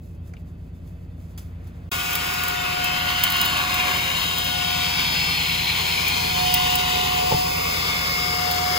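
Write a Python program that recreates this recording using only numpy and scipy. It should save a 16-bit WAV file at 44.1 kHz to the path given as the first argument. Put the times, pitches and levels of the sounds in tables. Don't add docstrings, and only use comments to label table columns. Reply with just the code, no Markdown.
import sys
import numpy as np
from scipy import signal
from scipy.fft import rfft, irfft, next_fast_len
from scipy.io import wavfile
from scipy.ndimage import map_coordinates

SR = 44100
rng = np.random.default_rng(int(sys.argv[2]) if len(sys.argv) > 2 else 0)


def digitize_waveform(pressure):
    field = np.atleast_2d(pressure).T
    bounded = np.clip(field, -1, 1)
    quanta = np.round(bounded * 32767).astype(np.int16)
    wavfile.write(sys.argv[1], SR, quanta)


N = 387198

T = np.arange(N) / SR
AIR_TOP_HZ = 15750
# (start t/s, end t/s)
SILENCE = (1.8935, 1.914)
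# (t/s, lows level/dB, mids level/dB, upper mids level/dB, treble level/dB, left minus right/dB)
AIR_PATH = [(1.93, -34.5, -35.5, -38, -28.5, 3), (2.04, -40.5, -33, -41, -31, 3),
            (2.1, -37, -32.5, -40, -30.5, 1.5), (2.63, -37, -33.5, -38, -36, 2),
            (3.32, -34, -31.5, -33, -31.5, 1.5), (3.64, -31, -32.5, -33.5, -31.5, 2.5),
            (4.59, -39, -31.5, -35.5, -32, 4), (5.07, -38, -30.5, -31.5, -32, 2.5),
            (5.42, -42.5, -29.5, -33, -32, 3), (6.39, -37.5, -32.5, -29.5, -30.5, 3.0),
            (6.56, -37.5, -28, -29.5, -29, 3), (7.11, -37.5, -28.5, -32, -32, 4),
            (7.34, -35.5, -30, -33, -29.5, 6), (7.4, -37.5, -31, -33, -30, 1.5),
            (7.61, -37.5, -31.5, -35.5, -31, 4), (7.89, -36.5, -33, -29.5, -32, 4.5),
            (8.01, -37.5, -33.5, -32, -32, 3), (8.77, -36.5, -37, -32, -31, 6)]


def from_db(db):
    return 10 ** (np.asarray(db) / 20)


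def in_time(rows, t=T):
    s, *columns = np.transpose(rows)
    return np.array([np.interp(t, s, c) for c in columns])


def drift(rate, count):
    knots = rng.standard_normal((count, 400))
    places = np.meshgrid(np.arange(count), T[::64] * rate, indexing="ij")
    return map_coordinates(knots, places, order=3).repeat(64, axis=1)[:, :N]


def patchwork(shape, hz, s, patch_hz, patches_per_s):
    places = np.meshgrid(hz / patch_hz, s * patches_per_s, indexing="ij")
    return map_coordinates(rng.standard_normal(shape), places, order=1)


def pair(near, far):
    # (f/Hz, likeness/0-1, right lead/rad)
    ports = [(0, 1, -0.5), (185, 0.82, 0.25), (540, 0.86, 1.63), (815, 0.74, 1.42), (1010, 0.8, 0.99),
             (1300, 0.48, 1.56), (1690, 0.47, 2.5), (2040, 0, 5.5), (2520, 0.78, 5), (3400, 1, 5.4),
             (4500, 1, 5.5), (4830, 0.98, 6.5), (5670, 0.54, 9), (5890, 0.1, 7.5), (6170, 1, 5),
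             (15180, 1, 19), (17100, 0.6, 57)]
    size = next_fast_len(N)
    alike, lead = in_time(ports, np.fft.rfftfreq(size, 1 / SR))
    alike = np.clip(alike, 0, 1)
    shared = alike * np.exp(1j * lead) * rfft(near, size)
    unrelated = np.sqrt(1 - alike ** 2) * rfft(far, size)
    return np.array([near, irfft(shared + unrelated, size)[:N]])


def shaped_noise(colour, change):
    hz, s, cells = signal.stft(pair(*rng.standard_normal((2, N))), SR, nperseg=1024)
    hz = np.maximum(hz, 1)
    colour_hz, colour_db = np.transpose(colour)
    shape_db = np.interp(np.log(hz), np.log(colour_hz), colour_db)
    shape = from_db(shape_db - 35 * (hz > AIR_TOP_HZ))
    shape /= np.sqrt(np.mean(shape ** 2))
    cells = cells * shape[:, None] * change(hz, s)
    return signal.istft(cells, SR)[1][:, :N]


def bursts(events, modes, tail_db):
    length = 8000
    t = T[:length]
    puffs = np.zeros((2, N)) + 1e-18
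    rise = np.minimum(t / .0008, 1)
    noise = rng.standard_normal((len(events), 2, length)) * rise
    for (s, strike_db, t60), puff in zip(events, noise):
        i = int(s * SR)
        fall_db = 60 * t / max(t60, .005)
        decay = from_db(-4 * fall_db) + from_db(tail_db - fall_db)
        puffs[:, i:i + length] += (puff * from_db(strike_db) * decay)[:, :N - i]
    out = 0
    for k, (hz, width_hz, level_db) in enumerate(modes):
        r = np.exp(-np.pi * width_hz / SR)
        feed = np.array([1, 0, -1]) * (1 - r * r) / 2
        ring = [1, -2 * r * np.cos(2 * np.pi * hz / SR), r * r]
        boost = np.sqrt(SR / width_hz) / 8
        out = out + (-1) ** k * boost * from_db(level_db) * signal.lfilter(feed, ring, puffs)
    return pair(*out)


def hum():
    # (multiple of the beat, level/dB before swell)
    harmonics = [(3, -67), (6, -44), (7, -61), (8, -49), (9, -40), (10, -53), (11, -54.5), (12, -53.5),
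                 (13, -48), (14, -62), (15, -51), (17, -43.5), (18, -45), (19, -52), (23, -56), (24, -57),
                 (26, -59), (27, -56), (28, -58), (32, -64), (33, -64), (35, -68), (38, -72), (39, -63.5),
                 (47, -70), (48, -64)]
    # (t/s, low orders level/dB, upper orders level/dB)
    swells = [(0, -36, -42.5), (1.7, -35, -43), (2.7, -38.5, -40), (4.3, -37, -39), (5.3, -36, -35),
              (6.0, -36.5, -37.5), (6.4, -33.5, -35), (8.78, -37.5, -38.5)]
    beat_hz = 9.645
    low_db, upper_db = in_time(swells)
    out = 0
    for (k, level_db), start in zip(harmonics, rng.uniform(0, 2 * np.pi, len(harmonics))):
        swell_db = low_db - low_db.mean() if k < 11 else upper_db - upper_db.mean()
        waver = drift(2.96, count=2)
        phase = 2 * np.pi * k * beat_hz * T + start + 0.25 * waver[1]
        out = out + np.sqrt(2) * from_db(level_db + swell_db + 1.2 * waver[0]) * np.sin(phase)
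    return out


def room_tone():
    # (f/Hz, relative level/dB per Hz)
    room_colour = [(25, -12), (45, -11.5), (100, 2.5), (150, -9.5), (205, -15), (270, -9), (400, -22),
                   (600, -20.5), (900, -32.5), (2000, -37), (3000, -43), (4500, -46), (9000, -48),
                   (14000, -45), (15700, -44)]
    # (t/s, boost level/dB)
    rustle = [(0, -0.5), (.3, 2.5), (.6, 1.5), (.9, 2.5), (1.2, 2.5), (1.45, 5.5), (1.7, 8), (1.89, 6.5)]
    # (f/Hz, starting level/dB, fade/dB per s, wobble/rad)
    thin_tones = [(2590, -71, 1.5, 2.5), (3150, -79, 0, 5), (3548, -77, 0, 3), (4560, -80, 0, 6)]
    room_db = -43

    def change(hz, s):
        flicker = np.interp(s, np.arange(300) / 25, rng.standard_normal(300))
        rustle_db = np.exp(-np.log2(hz / 1800) ** 2 / 2.7)[:, None] * in_time(rustle, s)
        treble = np.clip(np.log2(hz / 3000), 0, 1)[:, None]
        return from_db(room_db + rustle_db + 4.5 * treble * flicker)

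    whistles = 0
    for hz, level_db, fade_db, wobble in thin_tones:
        gain = from_db(level_db - fade_db * T + 3 * drift(25, count=2))
        whistles = whistles + gain * np.sin(2 * np.pi * hz * T + wobble * drift(42, count=2))
    return shaped_noise(room_colour, change) + pair(*whistles)


def fingers():
    # (t/s, strike level/dB, t60/s)
    touches = [(0.1476, -54, 0.2), (0.8744, -50, 0.19), (1.3764, -32.5, 0.37), (1.6402, -53, 0.2),
               (1.6706, -46.5, 0.22)]
    # (f/Hz, width/Hz, level/dB before the width boost)
    shell = [(600, 500, -11), (1250, 400, -5), (2300, 1500, -4), (3520, 350, -4.5), (4650, 800, -4),
             (6200, 2500, 0.5), (10000, 4700, 3), (15000, 2100, 1)]
    # (t/s, strike level/dB, t60/s)
    thumb = [(.2957, -50, .04), (.3362, -32, .07)]
    # (f/Hz, width/Hz, level/dB before the width boost)
    thumb_body = [(450, 300, 4), (720, 200, 2.5), (1330, 210, 1), (2200, 390, -1), (5000, 3400, -7)]
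    # (t/s, strike level/dB, t60/s)
    spring_back = [(.3668, -38, .06)]
    # (f/Hz, width/Hz, level/dB before the width boost)
    switch_body = [(2680, 350, 4), (1900, 700, -4)]
    taps = bursts(thumb, thumb_body, tail_db=-8)
    tick = bursts(spring_back, switch_body, tail_db=-3)
    return taps + tick + bursts(touches, shell, tail_db=-7.5)


def whine():
    # (t/s, blade tone f/Hz)
    speed = [(1.95, 5072), (2.8, 5071), (3.7, 5092), (4.2, 5073), (4.5, 5082), (5.2, 5092), (6.45, 5093),
             (7.3, 5087), (7.95, 5065), (8.3, 5071), (8.78, 5063)]
    # (t/s, order 1 level/dB, order 2 level/dB,
    # order 3 level/dB, blade tone level/dB, order 4.86 level/dB,
    # order 1 left minus right/dB, order 1 right lead/rad)
    swells = [(1.95, -36.5, -36, -42, -40.5, -49, -3, -2.3),
              (2.45, -33.5, -36.5, -44, -40.5, -49, 4.5, -2.5), (2.95, -30, -36, -42, -42, -43, 1, -2.1),
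              (3.45, -35.5, -34, -42, -43, -43, -0.5, -1.9), (3.85, -33, -36, -37, -45.5, -40, -8, -1.5),
              (4.2, -37, -39, -43, -40.5, -48, 1.5, -2.6), (4.7, -30, -38, -42, -39.5, -45, 5, -2.5),
              (5.2, -37.5, -47, -40, -37, -42, 1, -2.75), (5.7, -34, -46, -45, -40.5, -40, 1.5, -3.0),
              (6.1, -32.5, -44, -44, -37.5, -42, -1.5, -3.2), (6.45, -24.5, -40, -40, -43, -40, -2.5, -3.8),
              (6.95, -27, -36, -39, -41, -38, -6, -3.8), (7.35, -22, -42, -43, -37, -45, 1, -3.5),
              (7.8, -33.5, -40, -36, -36, -37, 0, -2.8), (8.05, -37, -37.5, -29, -29.5, -38, 1, -2.1),
              (8.45, -26, -37, -37, -37, -44, 1, -1.9), (8.78, -26.5, -38, -37, -37, -40, -1, -1.8)]
    # (t/s, then left minus right/dB and right lead/rad of order 2, of order 3 and of the blade tone)
    side_path = [(1.95, 2, 0.8, -2, 1.1, 1, 4.5), (2.7, 9, 1.45, -14, 2, 2.2, 3.5),
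                 (3.3, 3, 1.05, -12, 2, 5.6, 1), (4.0, -1, 2.4, -3, 1.4, 4.2, 0.5),
                 (4.9, -1, 6.2, 4, 1.2, 2.3, 2.5), (5.601, -8, 3.3, 3, 0.87, 5, -0.5),
                 (6.2, -6, 3.3, 2.5, 1.2, 12, -1), (6.7, -3, 3.6, 9, 1.7, 9.7, 4),
                 (7.5, -3.5, 2.2, -11, 3.3, 5.7, 2), (8.1, -5, 3, -3, 2.2, 6.8, 3.5),
                 (8.78, 1, 1.6, -2, 2.7, 16.5, 3.5)]
    # (multiple of shaft speed, level/dB)
    weak_orders = [(1.141, -50), (1.326, -51), (4, -51), (9, -54), (10, -53), (14, -57), (21, -56)]
    # (t/s, level/dB)
    fifth = [(1.92, -54), (2.4, -46), (2.75, -45), (3.1, -54), (8.78, -56)]
    # (t/s, level/dB)
    sixth = [(1.92, -53), (2.7, -54), (3.2, -42), (4.0, -50), (4.5, -47), (5.0, -47), (5.3, -43),
             (6.2, -41), (6.9, -44), (7.6, -53), (8.78, -52)]
    blades = 7
    blade_hz, = in_time(speed)
    first_db, second_db, third_db, blade_db, odd_db, pan_db, lead = in_time(swells)
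    turn = 2 * np.pi * np.cumsum(blade_hz / blades) / SR
    sides = np.array([[.5], [-.5]])
    first_gain = from_db(first_db + sides * pan_db + 1.13 * drift(12, count=2))
    out = np.sqrt(2) * first_gain * np.sin(turn + [0 * lead, lead])
    strong = zip((2, 3, blades), (second_db, third_db, blade_db), in_time(side_path).reshape(3, 2, N))
    for k, level_db, (own_db, lead) in strong:
        waver_db = 1.5 * drift(15, count=2) + .3 * k * drift(5, count=1) + 1.0 * drift(3.5, count=2)
        lead = lead * [[0], [1]] + 0.14 * drift(6, count=2)
        lead += (k == 3) * .6 * drift(30, count=1)
        out += np.sqrt(2) * from_db(level_db + sides * own_db + waver_db) * np.sin(k * turn + lead)
    odd_gain = from_db(odd_db + 1.1 * drift(9, count=2))
    upper = np.sqrt(2) * odd_gain * np.sin(4.86 * turn + .5 * drift(25, count=2))
    for k, level_db in weak_orders + [(5, in_time(fifth)[0]), (6, in_time(sixth)[0])]:
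        swell = drift(2.275, count=2) + 1.0 * drift(18, count=2)
        wobble = .6 * drift(25, count=2)
        upper = upper + np.sqrt(2) * from_db(level_db + 3 * swell) * np.sin(k * turn + wobble)
    return out + pair(*upper) * from_db(sides * in_time(AIR_PATH)[-1])


def airflow():
    band_centres = [800, 2700, 4300, 7000]
    # (f/Hz, relative level/dB per Hz)
    rush_colour = [(60, -21), (200, -3.5), (460, -7.5), (620, -7.5), (1000, -0.5), (1550, -1.5),
                   (2300, 4.5), (3200, -0.5), (4900, -5), (5350, -6.5), (6500, -7), (7600, -9),
                   (9200, -11.5), (10600, -10.5), (13500, -8), (15400, -3.5)]
    # (width/Hz, share of the boost at the right port, track of (t/s, f/Hz, boost level/dB))
    hollows = [ (114, 0.81, [(1.92, 2520, 8), (2.2, 2520, 6), (2.5, 2610, 5.5), (2.8, 2520, 8.5),
               (3.2, 2750, 1), (3.5, 2650, 6.5), (3.8, 2460, 9), (4.1, 2340, 4), (4.35, 2230, -4),
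               (4.7, 2350, 5.5), (5.3, 2220, 9), (6.3, 2395, 14), (6.5, 2380, -0.5), (7.3, 2400, -1.5),
               (7.6, 2270, 8), (8.2, 2200, 9.5), (8.78, 2200, 10.5)]), (122, 0.94, [(1.92, 3250, 8),
               (2.4, 2970, 1.5), (2.8, 3130, 9.5), (3.4, 2970, 11), (3.8, 3050, 5.5), (4.07, 2990, 8),
               (4.2, 3040, 11), (4.4, 3150, 12), (4.75, 3160, 8.5), (4.95, 3270, 8), (6.3, 3180, 5),
               (6.45, 2910, 8), (7.2, 2950, 4.5), (7.5, 2960, -5.5), (8.78, 3050, 4.5)]),
               (137, 0.46, [(1.92, 3640, 5), (2.5, 3630, 3), (2.8, 3620, 1), (3.1, 3800, 2),
               (3.45, 3940, 7), (3.9, 3770, 3.5), (4.25, 3840, 9.5), (5.3, 3600, 1.5), (6.3, 3800, 3),
               (7.0, 3900, 8), (7.25, 3900, -2)]), (172, 1.17, [(4.5, 4600, 1.5), (4.9, 4700, 5.5),
               (5.2, 4460, 8), (5.55, 4020, 9.5), (6.2, 4170, 5), (6.7, 4720, 5), (7.0, 4580, 2),
               (7.7, 4960, 6.5)]), (110, 0.75, [(4.8, 3960, 3), (5.4, 3740, -8), (6.2, 3730, -7),
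               (6.7, 4270, -13), (7.2, 4300, -1), (7.4, 4200, -3)]), (97, 1.1, [(1.92, 1240, 7),
               (3.5, 1180, 5), (4.4, 990, 1), (5.2, 860, 10), (6.3, 900, 8), (7.9, 1200, 7),
               (8.78, 1240, 8)]), (110, 0.75, [(4.5, 2630, -3.5), (5.2, 2620, 2.5), (6.2, 2680, -6),
               (6.5, 2580, -1.5), (8.3, 2480, -2), (8.6, 2500, -9)]), (256, 0.75, [(3.7, 1790, 2),
               (4.3, 1860, -3), (6.2, 1530, -3), (7.5, 1600, -11), (7.95, 1680, -2), (8.78, 1780, 0.5)]),
               (65, 0.88, [(1.92, 424, 2.5), (2.8, 383, 4.5), (3.3, 485, -7), (4.2, 480, 4.5),
               (6.0, 426, 7.5), (8.0, 460, 13.5), (8.78, 468, 11.5)]), (130, 0.68, [(2.3, 3400, -1),
               (2.75, 3350, -10), (3.2, 3630, -3), (3.6, 3380, -1)]), (90, 0.45, [(3.7, 2780, 3.5),
               (4.1, 2810, 7), (4.6, 2800, 6), (4.8, 2780, 2.5)]), (99, 1.2, [(2.7, 2100, -6),
               (3.2, 2080, 2.5), (3.6, 2100, -5), (4.0, 2260, 1), (4.3, 2200, -5)]), ]
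    # (mean delay/ms, share)
    reflections = [(1.9, 0.27), (2.7, 0.21), (3.6, 0.043), (5.2, 0.21), (7.5, 0.33), (10.5, 0.66)]
    # (t/s, added right lead/rad in the low band, in the middle band, in the high band)
    turning = [(1.92, -1.3, -0.53, 0.38), (2.998, -0.7, -0.098, -0.52), (4.2, -0.3, -0.81, 2.1),
               (5.4, 3.5, -0.05, 0.64), (5.9, 0.5, -0.27, 0.76), (7.5, -4, -0.78, 0.49),
               (7.9, -2.5, -1.3, 1.7), (8.78, -2.3, -0.5, 1.3)]
    # (f/Hz, width/Hz)
    turning_bands = [(2150, 173), (2950, 450), (4800, 180)]
    air_db, echo_top_hz = -26.5, 5560

    def change(hz, s):
        *bands, pan_db = in_time(AIR_PATH, s)
        bands = np.array(bands)
        bands -= bands.mean(axis=1, keepdims=True)
        tilt = np.array([np.interp(np.log(hz), np.log(band_centres), b) for b in bands.T]).T
        tilt = np.array([tilt, tilt])
        for width_hz, right_share, track in hollows:
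            centre_hz, boost_db = in_time(track, s)
            peak = boost_db / (1 + ((hz[:, None] - centre_hz) / width_hz) ** 2)
            tilt += np.array([1, right_share])[:, None, None] * peak
        mids = (np.clip((hz - 250) / 300, 0, 1) * np.clip((6800 - hz) / 1000, 0, 1))[:, None]
        echoing = mids * np.clip((echo_top_hz - hz) / 800, 0, 1)[:, None]
        lead = 0
        for rad, (band_hz, width_hz) in zip(in_time(turning, s), turning_bands):
            lead = lead + rad * np.exp(-((hz[:, None] - band_hz) / width_hz) ** 2 / 2)
        paths = 1
        for delay_ms, share in reflections:
            wander = drift(.8, count=2)[:, np.minimum(s * SR, N - 1).astype(int)]
            lag = delay_ms / 1000 * (1 + 0.04 * wander[0])
            lag = lag + 6e-5 * wander[1] * [[1], [-1]]
            paths = paths + share * echoing * np.exp(-2j * np.pi * hz[:, None] * lag[:, None])
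        tilt += 1.0 * (1 - mids) * patchwork((60, 40), hz, s, patch_hz=400, patches_per_s=5.0)
        tilt += 2.0 * mids * patchwork((110, 140), hz, s, patch_hz=110, patches_per_s=10)
        tilt += np.array([mids * pan_db / 2, -mids * pan_db / 2])
        return paths * np.exp(1j * np.array([0 * lead, lead])) * from_db(tilt)

    flutter = from_db(0.65 * drift(30, count=1))
    return from_db(air_db) * flutter * shaped_noise(rush_colour, change)


def crumbs():
    # (t/s, strike level/dB, t60/s)
    hits = [(2.001, -29, 0.068), (3.236, -27, .06), (8.415, -31, 0.044)]
    # (f/Hz, width/Hz, level/dB before the width boost)
    tube = [(3210, 130, 8.5)]
    return bursts(hits, tube, tail_db=12)


def grit():
    # (t/s, strike level/dB)
    grains = [(2.1066, -19), (2.1309, -18), (2.153, -12), (2.337, -18), (2.4356, -15), (2.4813, -14.5),
              (2.8425, -15), (3.237, -6.5), (3.3009, -14), (3.3209, -16), (3.364, -20), (3.4132, -9.5),
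              (3.4505, -17), (3.4585, -14), (3.7414, -14), (4.3833, -15), (4.4428, -21), (6.0811, -13),
              (6.54, -5), (6.7022, -20), (6.754, -9.5), (8.511, -15)]
    # (f/Hz, width/Hz, level/dB before the width boost)
    cup = [(9040, 770, -1), (11500, 3000, 0), (15200, 800, 6), (3000, 2100, -1)]
    dust_count, loudest_dust_db, t60_s = 5, -23, .085
    start = SILENCE[1]
    dust = [(start + when * (T[-1] - start), loudest_dust_db - 6 * size)
            for when, size in rng.random((dust_count, 2))]
    return bursts([(s, db, t60_s) for s, db in grains + dust], cup, tail_db=-7)


def bumps():
    # (t/s, hollow ring level/dB, knock level/dB, body level/dB, thump level/dB)
    blow_rows = [(7.3095, -21, -32, -32, -34), (7.3165, -12, -27, -28, -30), (7.3228, -20, -13.5, -28, -16),
                 (7.3365, -24, -22, -22, -30), (7.3455, -23, -27, -26, -16)]
    # (f/Hz, t60/s)
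    hollow_body = [(880, .04), (520, .045), (400, .04), (130, .06)]
    out, rows = 0, np.array(blow_rows)
    for (hz, t60), level_db in zip(hollow_body, rows[:, 1:].T):
        strength = from_db(level_db + rng.normal(0, 1, len(rows)))
        blows = np.zeros(N) + 1e-18
        blows[(rows[:, 0] * SR).astype(int)] = strength * rng.choice([-1, 1], len(rows))
        r = from_db(-60 / (max(t60, .01) * SR))
        w = 2 * np.pi * hz / SR
        out = out + signal.lfilter([0, np.sin(w)], [1, -2 * r * np.cos(w), r * r], blows)
    soft = signal.lfilter(np.hanning(20) / 9.5, 1, out)
    return pair(soft, soft)


def scene():
    before = np.clip((SILENCE[0] - T) / .002, 0, 1)
    running = np.clip((T - SILENCE[1]) / .004, 0, 1)
    room = hum() + room_tone() + fingers()
    vacuum = whine() + airflow() + crumbs() + grit() + bumps()
    return (before + running) * room + running * vacuum


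def record(dry):
    cutoff_hz = 16550
    size = next_fast_len(N)
    step = from_db(-6 * (np.fft.rfftfreq(size, 1 / SR) > AIR_TOP_HZ))
    stepped = irfft(rfft(dry, size) * step, size)[:, :N]
    return signal.sosfilt(signal.ellip(10, .5, 70, cutoff_hz, fs=SR, output="sos"), stepped)


dry = scene()
out = record(dry)
digitize_waveform(out)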